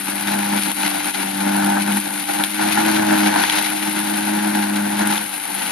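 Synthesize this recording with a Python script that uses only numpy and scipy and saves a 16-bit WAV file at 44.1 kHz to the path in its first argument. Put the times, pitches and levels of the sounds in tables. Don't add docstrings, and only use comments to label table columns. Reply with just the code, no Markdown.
import sys
import numpy as np
from scipy import signal
from scipy.fft import rfft, irfft, next_fast_len
from scipy.io import wavfile
from scipy.ndimage import uniform_filter1d

SR = 44100
rng = np.random.default_rng(int(sys.argv[2]) if len(sys.argv) > 2 else 0)


def inscribe(sig):
    pcm = np.round(np.clip(np.atleast_2d(sig).T, -1, 1) * 32767)
    wavfile.write(sys.argv[1], SR, pcm.astype(np.int16))


def gain_from_db(level_db):
    decades = np.asarray(level_db, float) / 20
    return 10 ** decades


N = 251811
SIZE = next_fast_len(N + SR // 10)
FREQ = np.arange(1, SIZE // 2 + 2) * SR / SIZE
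FULL_FEED_DB, FULL_SEAL_DB = -28, -29

# t/s, firing rate f/Hz
CRANK_SPEED = [(0.0, 24.6), (0.27, 25.3), (0.73, 25.3), (0.89, 24.7), (1.06, 24.9), (1.19, 24.4),
               (1.38, 24.5), (1.51, 25.1), (2.05, 25.3), (2.22, 24.8), (2.85, 26.6), (3.26, 25.7),
               (3.47, 25.6), (4.48, 26.0), (4.66, 25.5), (5.22, 25.9), (5.39, 24.5), (5.71, 24.8)]
# t/s, blade drone level/dB, overtone against drone level/dB
SKIRT_SEAL = [(0, -37.5, -2), (.46, -21.5, -11.5), (1.0, -40, 8), (1.2, -34.5, -3), (1.5, -20, -5.5),
              (1.97, -23.5, -8), (2.29, -42, 7), (2.43, -31, -0.5), (2.62, -27.5, -0.5), (3.27, -20, -0.5),
              (3.52, -39, 7), (3.8, -32.5, 2), (4.4, -21.5, -6), (5.14, -23, -9), (5.24, -38.5, -3),
              (5.45, -51, 8), (5.52, -37.5, -5), (5.71, -38.5, -2)]
# t/s, feed level/dB, dryness level/dB
LEAF_FEED = [(0.0, -36.5, 2.7), (0.32, -28.1, -2.05), (1.2, -30, 0.5), (1.34, -32.5, 0), (1.5, -25.5, -4),
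             (1.76, -26, -5), (2.21, -33, 1), (2.91, -22.5, -4), (3.05, -22, -7), (3.39, -22, -2.5),
             (3.55, -26.5, 0.5), (3.75, -31.4, 1), (4.51, -27.5, -3), (4.87, -29, -4), (5.13, -25, -2.5),
             (5.25, -35, 1), (5.45, -34.5, 0.5), (5.71, -30, 1.0)]
# t/s, lumpiness (0-2)
LUMPINESS = [
    (0, 1.1),
    (2.0, 1.6),
    (2.7, 0.99),
    (3.4, 1.1),
    (3.7, .55),
    (5.71, .6),
]
# t/s, length/s, wet bulk level/dB,
# dry shreds level/dB
TUFTS_AND_GAPS = [(0.088, 0.0052, 8, 2.5), (0.28, 0.0082, 3.5, 3), (0.532, 0.0064, 3, 0.5),
                  (0.63, 0.041, 0, 2.5), (0.742, 0.021, -6.5, -0.5), (0.86, 0.016, 6, 3.5),
                  (1.127, .008, -8, -3), (1.775, 0.0075, -2, -5), (1.823, 0.0072, 3, 5.5),
                  (1.895, 0.0089, 4.5, 0.5), (1.973, 0.024, -0.5, 3), (2.1, 0.022, -6.5, -2.5),
                  (2.256, 0.013, -3, -1), (2.297, 0.0092, 4.5, -2), (2.41, 0.014, 4, -1),
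                  (2.504, 0.035, -8, -0.5), (2.603, 0.011, 3, -1), (2.729, .011, 1.5, 4.5),
                  (2.766, 0.0086, -3, -2.5), (2.783, 0.008, 4, 0), (2.96, 0.016, 4, 3),
                  (3.038, 0.0068, -2, -3.5), (3.205, 0.0089, 1, 1.5), (3.274, 0.01, 4, 2),
                  (3.335, 0.023, -6.5, -4.5), (3.58, .011, 5, 3), (3.885, 0.0072, 6, 1.5),
                  (5.017, 0.009, 4.5, 0.5), (5.046, 0.0063, -6, -7), (5.47, 0.016, -3, -2.5)]
# t/s, peak level/dB, deck thump against peak level/dB, treble against peak level/dB
STALK_SNAPS = [(0.154, -11, -20, -6), (0.2206, -14, -14, -3), (0.2807, -8.5, -10.5, -10),
               (0.7144, -4.5, -20, -11), (0.8768, -7.5, -14, -11), (1.281, -19, -15, -10),
               (1.5635, -15, -9, 1), (1.644, -11.5, -12, -3), (1.921, -8, -24, -9), (1.9689, -8, -10.5, -3),
               (1.9994, -16, -25, 0), (2.386, -8.5, -23, -11), (2.436, 3, -23.5, -13.5),
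               (2.6238, -13, -4.5, -2), (2.7071, -10, -8, -24), (2.7281, -4, -31, -10.5),
               (2.775, -11, -3.5, -27), (2.861, -4.5, -20, -8), (2.9133, -12, -36, -2.5),
               (3.1838, -9, -19, -4), (3.2387, -13, -25, -22), (3.3592, -7, -3, -9), (3.436, 0, -11, -18),
               (3.497, 7, -33, -21), (5.071, -8.5, -17, -1), (5.177, -6, -18, -11), (5.5477, -13, -22, -3)]
# multiple of the firing rate, level/dB
EXHAUST_TONES = [(3, -66), (4, -47), (5, -51), (6, -58), (7, -53)]
# multiple of the firing rate, level against the deck ring/dB
BLADE_TONES = [(16, -25), (20, -26), (24, -26), (28, -22), (32, -13), (36, -17), (56, -18), (60, -17)]
# base level/dB, then dB added per dB of feed, dryness, seal, wet bulk and dry shreds
DECK_BOOM_LAW = (-36.5, 0.61, -0.06, 0.2558, 1.13, -0.5)
DECK_RING_LAW = (-28, 0.91, 0.15, 0.09, 1.4, -1.4)
CLIPPING_PATTER_LAW = (-27, 1.11, 1.15, -0.0252, 0.37, 0.7)
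CLIPPING_RUSH_LAW = (-28, 0.44, 0.7, -0.04, 0.03, 0.9)
# f/Hz, level per Hz/dB
BOOM_COLOUR = [(30, -21), (60, -5.5), (100, -20), (170, -1), (260, 2), (350, 0), (450, -29.5), (620, -9),
               (800, -27)]
# f/Hz, width/Hz, level/dB
DECK_RESONANCES = [(866.6, 257, 5), (1492, 460, 3), (1020, 380, -7.5), (583, 250, -11)]
# f/Hz, level per Hz/dB
PATTER_COLOUR = [(700, -44), (1200, -5.5), (1700, -9), (2100, -1.5), (3390, -6.5), (4010, -5.5),
                 (5360, -14), (6750, -15.5), (7500, -33), (9000, -60)]
# f/Hz, level per Hz/dB
RUSH_COLOUR = [(5000, -58), (7000, -15.5), (7670, -22), (9530, -0.5), (10500, 2), (11400, -2),
               (12800, -10.5), (13700, -23.5), (14000, -35), (14300, -90)]
# f/Hz, related part level/dB, its lead/rad, unrelated part level/dB
SIDE_PORTS = [(100, -6.5, -.3, 0), (205, -21, 0.25, -32), (299, -9, 1.6, -22), (390, 2.5, 1.66, -21),
              (680, 9, -0.75, 9), (860, -2.5, -1.66, -17), (1190, -7, -0.3, -10), (1520, -23.5, 0.33, -12),
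              (1820, -5.5, 0.27, -8.5), (3000, -4.5, -.1, -9.5), (3500, -22, 0.17, -4.5),
              (6200, 1, 1.5, -8.5), (11000, -4.5, 0.085, -11), (13200, -1.5, 0, -22)]


def read(table):
    times, *columns = np.transpose(table)
    return [np.interp(np.arange(N) / SR, times, column) for column in columns]


def along(table, column):
    rows = np.array(table)
    return np.interp(np.log(FREQ), np.log(rows[:, 0]), rows[:, column])


def through(x, response):
    return irfft(rfft(x, SIZE) * response, SIZE)[..., :N]


def unit(x):
    return x / np.sqrt(np.mean(x ** 2))


def walk(rate):
    hold = int(SR / rate)
    steps = np.repeat(rng.standard_normal(N // hold + 1), hold)
    smooth = uniform_filter1d(uniform_filter1d(steps, hold), hold)
    return unit(smooth[:N])


def flutter(rate):
    wander = walk(rate)
    return unit(wander - uniform_filter1d(wander, SR // 6))


def hiss():
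    return rng.standard_normal((2, N))


def lines(table, turns, wobble_db):
    total = np.zeros(N)
    for multiple, db in table:
        level = gain_from_db(db + wobble_db * walk(9))
        total += level * np.sin(2 * np.pi * (multiple * turns + rng.random()))
    return total


def bursts(kicks, decay_s):
    half = int(4 * decay_s * SR)
    t = np.arange(-half, half + 1) / SR
    return signal.fftconvolve(kicks, np.exp(-.5 * (t / decay_s) ** 2), "same")


def cracks(kicks, decay_s):
    t = np.arange(int(6 * decay_s * SR)) / SR
    shape = np.minimum(t / .0003, 1) * np.exp(-t / decay_s)
    return signal.fftconvolve(kicks, shape)[:N]


def shreds(rate, decay_s):
    chance, size = rng.random((N, 2)).T
    return bursts((chance < rate / SR) * gain_from_db(-15 * size), decay_s)


def tufts():
    t = np.arange(N) / SR
    return sum(np.outer((wet_db, dry_db), np.exp(-.5 * ((t - middle) / length) ** 2))
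               for middle, length, wet_db, dry_db in TUFTS_AND_GAPS)


def levels_db(*laws):
    feed_db, dryness_db = read(LEAF_FEED)
    seal_db = read(SKIRT_SEAL)[0]
    controls = np.array([np.ones(N), feed_db - FULL_FEED_DB, dryness_db, seal_db - FULL_SEAL_DB, *tufts()])
    return np.array(laws) @ controls


def deck_ring():
    return sum(gain_from_db(db) / (1 + 1j * (FREQ / hz - hz / FREQ) * hz / width) ** 2
               for hz, width, db in DECK_RESONANCES)


def exhaust(turns):
    boom_db = levels_db(DECK_BOOM_LAW)[0]
    load_db = uniform_filter1d(boom_db - boom_db.mean(), SR // 5)
    putter = gain_from_db(1.3 * load_db) * lines(EXHAUST_TONES, turns, wobble_db=1.5)
    return np.sqrt(2) * putter * np.array([[1], [0]])


def snaps():
    times, peak_db, thump_db, treble_db = np.transpose(STALK_SNAPS)
    crack, tick, thump = np.zeros(N), np.zeros(N), np.zeros(N)
    hit = ((times + .0015) * SR).astype(int)
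    crack[hit] = gain_from_db(peak_db - 12)
    tick[hit] = gain_from_db(peak_db + treble_db - 2.5)
    thump[((times + .003) * SR).astype(int)] = gain_from_db(peak_db + thump_db - 3)
    stem_ring = 1 / (1 + 1j * (FREQ / 3200 - 3200 / FREQ) * 2.0) ** 2
    woody = unit(through(hiss(), stem_ring))
    bright = unit(through(hiss(), gain_from_db(along(RUSH_COLOUR, 1))))
    steel = unit(through(hiss(), deck_ring()))
    sound = cracks(crack, decay_s=0.0016) * woody
    sound += cracks(tick, decay_s=0.0027) * bright
    return sound + bursts(thump, decay_s=0.0037) * steel


def blade(turns, clumps):
    drone_db, overtone_db = read(SKIRT_SEAL)
    drone_db = drone_db + tufts()[0]
    low_db = drone_db + 1.3 * clumps + .7 * flutter(16)
    high_db = drone_db + overtone_db + 1.2 * clumps + .7 * flutter(16)
    drone = gain_from_db(low_db) * np.sin(2 * np.pi * 8 * turns)
    overtone = gain_from_db(high_db) * np.sin(2 * np.pi * (12 * turns + .3))
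    ring_db = levels_db(DECK_RING_LAW)[0]
    whine = gain_from_db(ring_db + 1.2 * clumps) * lines(BLADE_TONES, turns, wobble_db=3.2)
    return np.sqrt(2) * (drone + overtone + whine) * np.array([[1], [0]])


def cutting(turns, clumps):
    boom_db, ring_db, patter_db, rush_db = levels_db(
        DECK_BOOM_LAW, DECK_RING_LAW, CLIPPING_PATTER_LAW, CLIPPING_RUSH_LAW)
    sweep = np.cos(2 * np.pi * 4 * turns)
    firing = np.cos(2 * np.pi * turns)
    coarse, fine = shreds(120, decay_s=0.0017), shreds(200, decay_s=0.00095)
    quick = flutter(60)

    boom = through(gain_from_db(2.3 * clumps + 1.8 * firing) * hiss(), gain_from_db(along(BOOM_COLOUR, 1)))

    ring_swell = gain_from_db(1.2 * clumps + .8 * quick) * gain_from_db(2.2 * sweep + .4 * firing)
    ring = through(ring_swell * (1 + .3 * coarse) * hiss(), deck_ring())

    def clippings():
        swell = gain_from_db(0.17 * clumps + 0.86 * quick + 0.42 * flutter(40) + 0.25 * sweep)
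        return swell * (1 + 0.73 * coarse + 0.24 * fine) * hiss()

    heavy_share = 1 / (1 + (FREQ / 3100) ** 4)
    colour = gain_from_db(along(PATTER_COLOUR, 1))
    patter = through(clippings(), colour * np.sqrt(heavy_share))
    patter += through(clippings(), colour * np.sqrt(1 - heavy_share))

    rush_swell = gain_from_db(0.37 * clumps + 0.58 * quick + 0.43 * sweep)
    rush = through(rush_swell * (1 + 0.36 * coarse + 1.27 * fine) * hiss(), gain_from_db(along(RUSH_COLOUR, 1)))

    deck = gain_from_db(boom_db + 2.5) * unit(boom) + gain_from_db(ring_db) * unit(ring)
    return deck + gain_from_db(patter_db) * unit(patter) + gain_from_db(rush_db) * unit(rush)


def scene():
    turns = np.cumsum(read(CRANK_SPEED)[0]) / SR
    clumps = read(LUMPINESS)[0] * flutter(20)
    return exhaust(turns) + snaps() + blade(turns, clumps) + cutting(turns, clumps)


def band_limit(x):
    return signal.sosfilt(signal.butter(12, 14270, fs=SR, output="sos"), x)


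def record(dry):
    low_cut_hz, top_hz = 106, 13950
    widen_s, widen_db, widen_hz = .010016, -4.5, 400
    mid, around = through(dry, 1 / (1 + (low_cut_hz / FREQ) ** 3.17))
    related = gain_from_db(along(SIDE_PORTS, 1)) * np.exp(1j * along(SIDE_PORTS, 2))
    side = through(mid, related) + through(around, gain_from_db(along(SIDE_PORTS, 3)))
    late = gain_from_db(widen_db) * np.exp(-2j * np.pi * FREQ * widen_s) / (1 + widen_hz / (1j * FREQ))
    side = through(side, 1 + late)
    rounded = np.tanh(np.array([mid + side, mid - side]))
    pair = through(rounded, FREQ < top_hz)
    return band_limit(pair)


dry = scene()
out = record(dry)
inscribe(out)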